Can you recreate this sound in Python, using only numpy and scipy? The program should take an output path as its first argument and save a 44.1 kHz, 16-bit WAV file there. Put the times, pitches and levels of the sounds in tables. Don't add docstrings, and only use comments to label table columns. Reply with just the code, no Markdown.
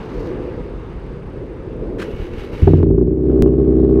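import sys
import numpy as np
from scipy import signal
from scipy.io import wavfile
from scipy.ndimage import uniform_filter1d

SR = 44100
rng = np.random.default_rng(int(sys.argv[2]) if len(sys.argv) > 2 else 0)


def store_pcm(level_fs):
    pcm = np.round(np.clip(level_fs, -1, 1) * 32767).astype(np.int16)
    wavfile.write(sys.argv[1], SR, np.atleast_2d(pcm).T)


def attenuation_scalar(level_db):
    decades = np.asarray(level_db, float) / 20
    return 10 ** decades


N = 176400
LONG = N + 2048
TIME = np.arange(LONG) / SR
SKIP_AT_S, SKIP_S = 3.4233, 0.0242
RUNS_FROM_S = 3.085
CRACK_LAG_S = 0.0035


def curve(rows, column=1):
    return np.interp(TIME, np.array(rows)[:, 0], np.array(rows)[:, column])


def drift(rate_hz):
    r = np.exp(-80 * np.pi * rate_hz / SR)
    white = rng.standard_normal(LONG // 40 + 2002)
    slow = signal.lfilter([1], [1, -2 * r, r * r], white)[2000:]
    return np.interp(np.arange(LONG) / 40, np.arange(len(slow)), slow / slow.std())


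def noise(tone, patchy_db):
    hz, db = np.transpose(tone)
    edges = np.geomspace(hz[0], hz[-1], int(2.5 * np.log2(hz[-1] / hz[0])) + 2)
    out, white = 0, rng.standard_normal((2, LONG))
    for k, (low, high) in enumerate(zip(edges, edges[1:])):
        band_pass = signal.butter(2, [low, high], "band", fs=SR, output="sos")
        band = signal.sosfilt(band_pass, white[k % 2])
        band_db = np.interp(np.log(low * high) / 2, np.log(hz), db)
        out = out + band * attenuation_scalar(band_db + patchy_db * drift(9))
    return out / out.std()


def ring(x, hz, t60):
    r, w = attenuation_scalar(-60 / (t60 * SR)), 2 * np.pi * hz / SR
    return signal.lfilter([0, np.sin(w)], [1, -2 * r * np.cos(w), r * r], x + 1e-18)


def clicks(s, db):
    out = np.zeros(LONG)
    np.add.at(out, (np.asarray(s) * SR).astype(int), attenuation_scalar(np.asarray(db)))
    return out


def soften(x, hz):
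    r = np.exp(-2 * np.pi * hz / SR)
    return signal.lfilter([(1 - r) ** 2], [1, -2 * r, r * r], x + 1e-18)


def high_pass(x, hz):
    return signal.sosfilt(signal.butter(2, hz, "high", fs=SR, output="sos"), x)


# (time [s], level [dB])
TRAFFIC = [(0.0, -33.5), (0.15, -28.5), (0.3, -24.5), (0.45, -25), (0.7, -31.5), (1.0, -37.5), (1.12, -32),
           (1.22, -35), (1.32, -33), (1.37, -30), (1.64, -32), (1.9, -24), (2.29, -31), (2.6, -29.5)]
# (frequency [Hz], level [dB per Hz])
TRAFFIC_TONE = [(59, -36.5), (100, -1), (129, -10), (313, -4.5), (412, 5), (509, -17), (623, -30.5),
                (689, -20.5), (900, -35), (1170, -65.5), (1980, -120)]


def traffic():
    return attenuation_scalar(curve(TRAFFIC)) * noise(TRAFFIC_TONE, patchy_db=0.5)


# (time [s], level [dB])
BROAD_HISS = [(0, -38), (.1, -40.5), (.3, -41.5), (.48, -42), (.72, -44.5), (1.35, -46.5), (1.95, -48),
              (2.8, -46.5), (3.1, -52), (3.4, -49.5), (4.03, -46)]
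# (frequency [Hz], level [dB per Hz])
BROAD_HISS_TONE = [(350, -34.5), (600, -1), (715, -8), (961, -1.5), (1160, -5.5), (1360, -8), (2750, -17),
                   (3150, -23), (3600, -22), (6080, -39.5), (8640, -44.5), (14000, -54)]


def broad_hiss():
    return attenuation_scalar(curve(BROAD_HISS)) * noise(BROAD_HISS_TONE, patchy_db=1.3)


# (time [s], level [dB])
RUMBLE = [(0.0, -8.5), (0.03, -31.5), (0.27, -29.5), (1.36, -31.5), (1.4, -26.5), (1.47, -34.5),
          (1.84, -28), (2.1, -34.5)]
# (frequency [Hz], level [dB per Hz])
RUMBLE_TONE = [(13, -32), (22, -11.5), (43, 4.5), (59, -0.5), (75, -8), (130, -5.5), (200, -11.5),
               (260, -36.5), (440, -120)]


def rumble():
    return attenuation_scalar(curve(RUMBLE)) * noise(RUMBLE_TONE, patchy_db=2.0)


# (frequency [Hz], level [dB per Hz])
RUSTLE_TONE = [(1000, -4), (1800, 1), (3000, -10), (4500, 6), (8000, -17.5), (14000, -15)]


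def rustle():
    start_s, end_s, level_db = 0.02, 0.315, -60.5
    window = soften((TIME > start_s) * (TIME < end_s) * 1., 30)
    grains = attenuation_scalar(level_db + 3.4 * drift(30)) * window
    tick = signal.lfilter([1], [1, -.985], clicks([0.272], [-45.5]))
    return (grains + tick) * noise(RUSTLE_TONE, patchy_db=0.8)


def electronic_tick():
    count, per_s, first_s = 83, 29.97, 0.0305
    click_db = -59 + 1.5 * rng.standard_normal(count)
    train = clicks(first_s + np.arange(count) / per_s, click_db)
    return ring(soften(train, 9000), hz=8630, t60=0.015)


# (time [s], level [dB])
ENGAGE = [(1.975, -80), (1.985, -43.5), (2.0, -34.5), (2.03, -34.5), (2.045, -43), (2.06, -51),
          (2.09, -85.5)]
# (frequency [Hz], level [dB per Hz])
ENGAGE_TONE = [(410, -39.5), (700, -9), (757, -15), (884, 4), (1020, -9.5), (1780, -2), (1920, -9),
               (3030, -9.5), (3490, -14), (15500, -39)]


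def pinion_crash():
    return attenuation_scalar(curve(ENGAGE) + 2.1 * drift(60)) * noise(ENGAGE_TONE, patchy_db=0.5)


# (time [s], level [dB])
EFFORT = [(2.05, -47), (2.14, -47), (2.235, -44), (2.3, -50), (2.365, -47.5), (2.385, -41.5), (2.42, -41.5),
          (2.46, -46), (2.515, -50.5), (2.535, -40.5), (2.6, -43), (2.64, -39.5), (2.7, -37.5), (2.78, -39),
          (2.81, -45.5), (2.85, -52)]
# (frequency [Hz], level [dB per Hz])
GEAR_TONE = [(410, -40.5), (700, -4), (756, 0), (816, -3.5), (2690, -7), (3260, -14), (5590, -22.5),
             (6860, -32), (12600, -32), (14000, -48)]
# (frequency [Hz], bandwidth [Hz], level [dB])
GEAR_RINGS = [(1430, 27, -6.5), (2216, 18, -3), (2725, 44, -1), (2930, 55, -1), (3800, 83, -7.5),
              (5830, 170, -20.5)]


def starter_gears():
    white = rng.standard_normal(LONG)
    rings = 0
    for hz, width, db in GEAR_RINGS:
        rings = rings + attenuation_scalar(db) * np.sqrt(width) * ring(white, hz, 1.8 / width)
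    gears = noise(GEAR_TONE, patchy_db=0.54) + attenuation_scalar(-5.5) * rings / rings.std()
    running = soften((TIME > 1.99) * (TIME < EFFORT[-1][0]) * 1., 40)
    grit_db = 1.5 * drift(83)
    return running * attenuation_scalar(curve(EFFORT) + grit_db) * gears


# (time [s], level [dB])
PUFFS = [(2.135, -16.5), (2.199, -13), (2.224, -13), (2.331, -18), (2.38, -16), (2.532, -17.5),
         (2.55, -19.5)]


def cranking_puffs():
    puff_hz = 57
    push = soften(clicks(*np.transpose(PUFFS)), puff_hz) * SR / puff_hz / 1.93
    return high_pass(push, 22)


# (time [s], rate [engine cycles per second], four firings each)
SPEED = [(3.08, 15.3), (3.196, 16.2), (3.29, 16.3), (3.746, 16.1), (3.92, 16.0), (4.0, 15.8)]
# (header delay [s], level [dB], front level [dB])
CYLINDERS = [(0.001, -0.5, 3.5), (0.00013, 2.76, -5), (0.00057, -2, 0), (1.44e-3, 2.5, 1)]
# (time [s], firing level [dB], unevenness [dB], front and hiss level [dB])
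LOAD = [(3.0, 4.5, 2.5, -7.5), (3.08, 4.5, 4.5, -8), (3.15, 2, -2.5, -13), (3.22, 2.5, 1, -4.0),
        (3.3, 5.5, 0, -1), (3.45, 7.5, 2, 0.5), (3.7, 6.5, 1.45, -1.5), (4.03, 8.5, -0.2, 2)]


def regular_firings():
    first_cylinder_s, jitter_s, sharpness_hz = 3.47 + SKIP_S, 0.00017, 700
    turns = np.cumsum(curve(SPEED)) / SR * 4
    turns = turns - turns[int(first_cylinder_s * SR)]
    index = np.arange(np.ceil(turns[int(RUNS_FROM_S * SR)]), np.floor(turns[-200])).astype(int)
    chance = rng.standard_normal((len(index), 2))
    delay, cylinder_db, front_db = np.array(CYLINDERS)[index % 4].T
    s = np.interp(index, turns, TIME) + delay + jitter_s * chance[:, 0]
    at = (s * SR).astype(int)
    db = cylinder_db + curve(LOAD)[at] + curve(LOAD, column=2)[at] * chance[:, 1]
    return np.column_stack([s, db, np.full(len(s), sharpness_hz), front_db])


# (frequency [Hz], level [dB], t60 [s], sign)
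EXHAUST = [(50.46, -18, .22, -1), (91, -13, 0.054, 1), (146.6, -17, 0.18, -1), (174, -16, .09, 1),
           (242.6, -17, 0.17, -1), (322.5, -14, 0.21, 1), (381.4, 0, 0.049, 1), (395.7, 0.5, 0.069, -1),
           (452.6, -12.5, 0.057, 1), (575.5, -30, 0.19, 1), (700, -30, .05, -1), (858, -36.5, 0.048, 1),
           (1091, -33, .04, -1), (1290, -40, .04, 1), (1620, -39.5, 0.033, -1)]
# (time [s], pitch factor, scatter [dB])
COLD_TUNING = [(2.6, 0.98, 1.82), (3.08, 0.97, 0.97), (3.3, 0.983, 0.9), (3.6, .99, 0.1),
               (4.0, 1.003, 0.94)]
# (frequency [Hz], level [dB], t60 [s])
BOOM = [(89.5, -15, 0.38), (154.9, -15, 0.39), (415, -11.5, 0.07), (482, -24, 0.022)]


def exhaust(firings):
    front_from_hz, body_cut_hz = 650, 950
    boom_from_s, boom_fade_db_per_s = 2.75, 36
    out, span = np.zeros(LONG + SR), SR // 3
    tuning, scatter_db = curve(COLD_TUNING), curve(COLD_TUNING, column=2)
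    load_db = curve(LOAD, column=3)
    chance = rng.standard_normal((len(firings), len(EXHAUST)))
    for (s, db, sharp_hz, front_db), draw in zip(firings, chance):
        at = int(s * SR)
        pulse = soften(clicks([0], [db])[:span], sharp_hz)
        front = np.roll(pulse, int(CRACK_LAG_S * SR)) * attenuation_scalar(front_db + load_db[at])
        body = soften(pulse, body_cut_hz)
        for (hz, mode_db, t60, sign), d in zip(EXHAUST, draw):
            push = front if hz > front_from_hz else body
            height = sign * attenuation_scalar(mode_db + d * scatter_db[at])
            out[at:at + span] += height * ring(push, hz * tuning[at], t60)
        if s < RUNS_FROM_S:
            fade = attenuation_scalar(-boom_fade_db_per_s * max(s - boom_from_s, 0))
            for k, (hz, boom_db, t60) in enumerate(BOOM):
                out[at:at + span] += fade * (-1) ** k * attenuation_scalar(boom_db) * ring(body, hz, t60)
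    return high_pass(out[:LONG], 20)


# (time [s], level [dB], frequency [Hz], snap cutoff [Hz])
CRACKS = [(2.63, -19, 750, 1500), (2.674, -7, 640, 4000), (2.677, -6, 870, 4000), (2.739, -6, 753, 3000),
          (2.7855, -20, 894, 3000), (2.8083, -17.5, 807, 3000), (2.8306, -2, 800, 6000),
          (2.866, -21, 750, 1500), (2.909, -17, 894, 4010), (2.978, -20.5, 750, 1500),
          (3.011, -18.5, 795, 1800)]


def cracks():
    out = 0
    for s, db, hz, snap_hz in CRACKS:
        out = out + soften(ring(clicks([s], [db]), hz, t60=4.4 / hz), snap_hz)
    return out


# (frequency [Hz], level [dB per Hz])
RASP_TONE = [(500, -12), (700, -7), (900, -13.5), (1100, -1.5), (1400, -14.5), (1650, -13), (1900, -21),
             (3000, -20.5), (5000, -33.5)]


def rasp(fired):
    t60_s, rise_hz = 0.031, 600
    decay = signal.lfilter([1], [1, -attenuation_scalar(-60 / (t60_s * SR))], fired)
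    gate = soften(decay, rise_hz)
    return attenuation_scalar(-48.5 + curve(LOAD, column=3)) * gate * noise(RASP_TONE, patchy_db=3.5)


# (time [s], level [dB], sharpness [Hz])
CATCH = [(2.622, 17.5, 89.3), (2.67, 12, 750), (2.701, 9.5, 500), (2.734, 12.5, 750), (2.755, 6.5, 402),
         (2.78, 9.5, 700), (2.802, 8, 1000), (2.827, 13.5, 750), (2.844, 3, 492), (2.862, 11, 700),
         (2.882, 9, 495), (2.903, 11, 750), (2.921, 8, 604), (2.939, 8.5, 700), (2.956, 7, 492),
         (2.975, 11, 800), (2.992, 7, 600), (3.008, 9.5, 913), (3.025, 9, 601), (3.043, 4.5, 500),
         (3.06, 5.5, 510), (3.074, 8.5, 896)]


def engine():
    regular = regular_firings()
    s, db, _, front_db = regular.T
    firings = [tuple(row) for row in regular] + [(*row, 0) for row in CATCH]
    fired = clicks(s + CRACK_LAG_S, db + front_db) + clicks(*np.transpose(CATCH)[:2])
    return exhaust(firings) - cracks() + rasp(fired)


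def drop_block(air):
    join_step, settle_s = 1.0, 0.0012
    cut = int(SKIP_AT_S * SR)
    after = air[cut + int(SKIP_S * SR):]
    settling = np.exp(-TIME[:len(after)] / settle_s)
    after = after + (air[cut] + join_step - after[0]) * settling
    return np.r_[air[:cut], after]


def scene():
    surroundings = traffic() + broad_hiss() + rumble() + rustle()
    starter = pinion_crash() + starter_gears() + cranking_puffs()
    air = surroundings + electronic_tick() + starter + engine()
    fade = np.minimum((N - np.arange(N)) / (0.004 * SR), 1)
    return drop_block(air)[None, :N] * fade


def gain_control(x):
    from_db, share, attack_s, release_db_per_s = -15.5, 0.57, 0.047, 22
    level_db = 10 * np.log10(uniform_filter1d(x[0] ** 2, size=1323) + 1e-12)
    fall = release_db_per_s * TIME[:N]
    held_db = np.maximum.accumulate(level_db + fall) - fall
    over_db = np.maximum(held_db - from_db, 0)
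    r = np.exp(-1 / (attack_s * SR))
    return x * attenuation_scalar(-share * signal.lfilter([1 - r], [1, -r], over_db))


# (frequency [Hz], level [dB per Hz])
SELF_NOISE_TONE = [(4000, -5.5), (6000, -2.5), (10000, -7.5), (12500, -20)]


def self_noise():
    return attenuation_scalar(-80.5) * noise(SELF_NOISE_TONE, patchy_db=1.5)[:N]


def clip(x):
    return x / (1 + x ** 6) ** (1 / 6)


def band_limit(x):
    return signal.sosfilt(signal.butter(12, 16330, fs=SR, output="sos"), x)


def record(dry):
    mix = clip(gain_control(dry) + self_noise())
    return band_limit(mix)


dry = scene()
out = record(dry)
store_pcm(out)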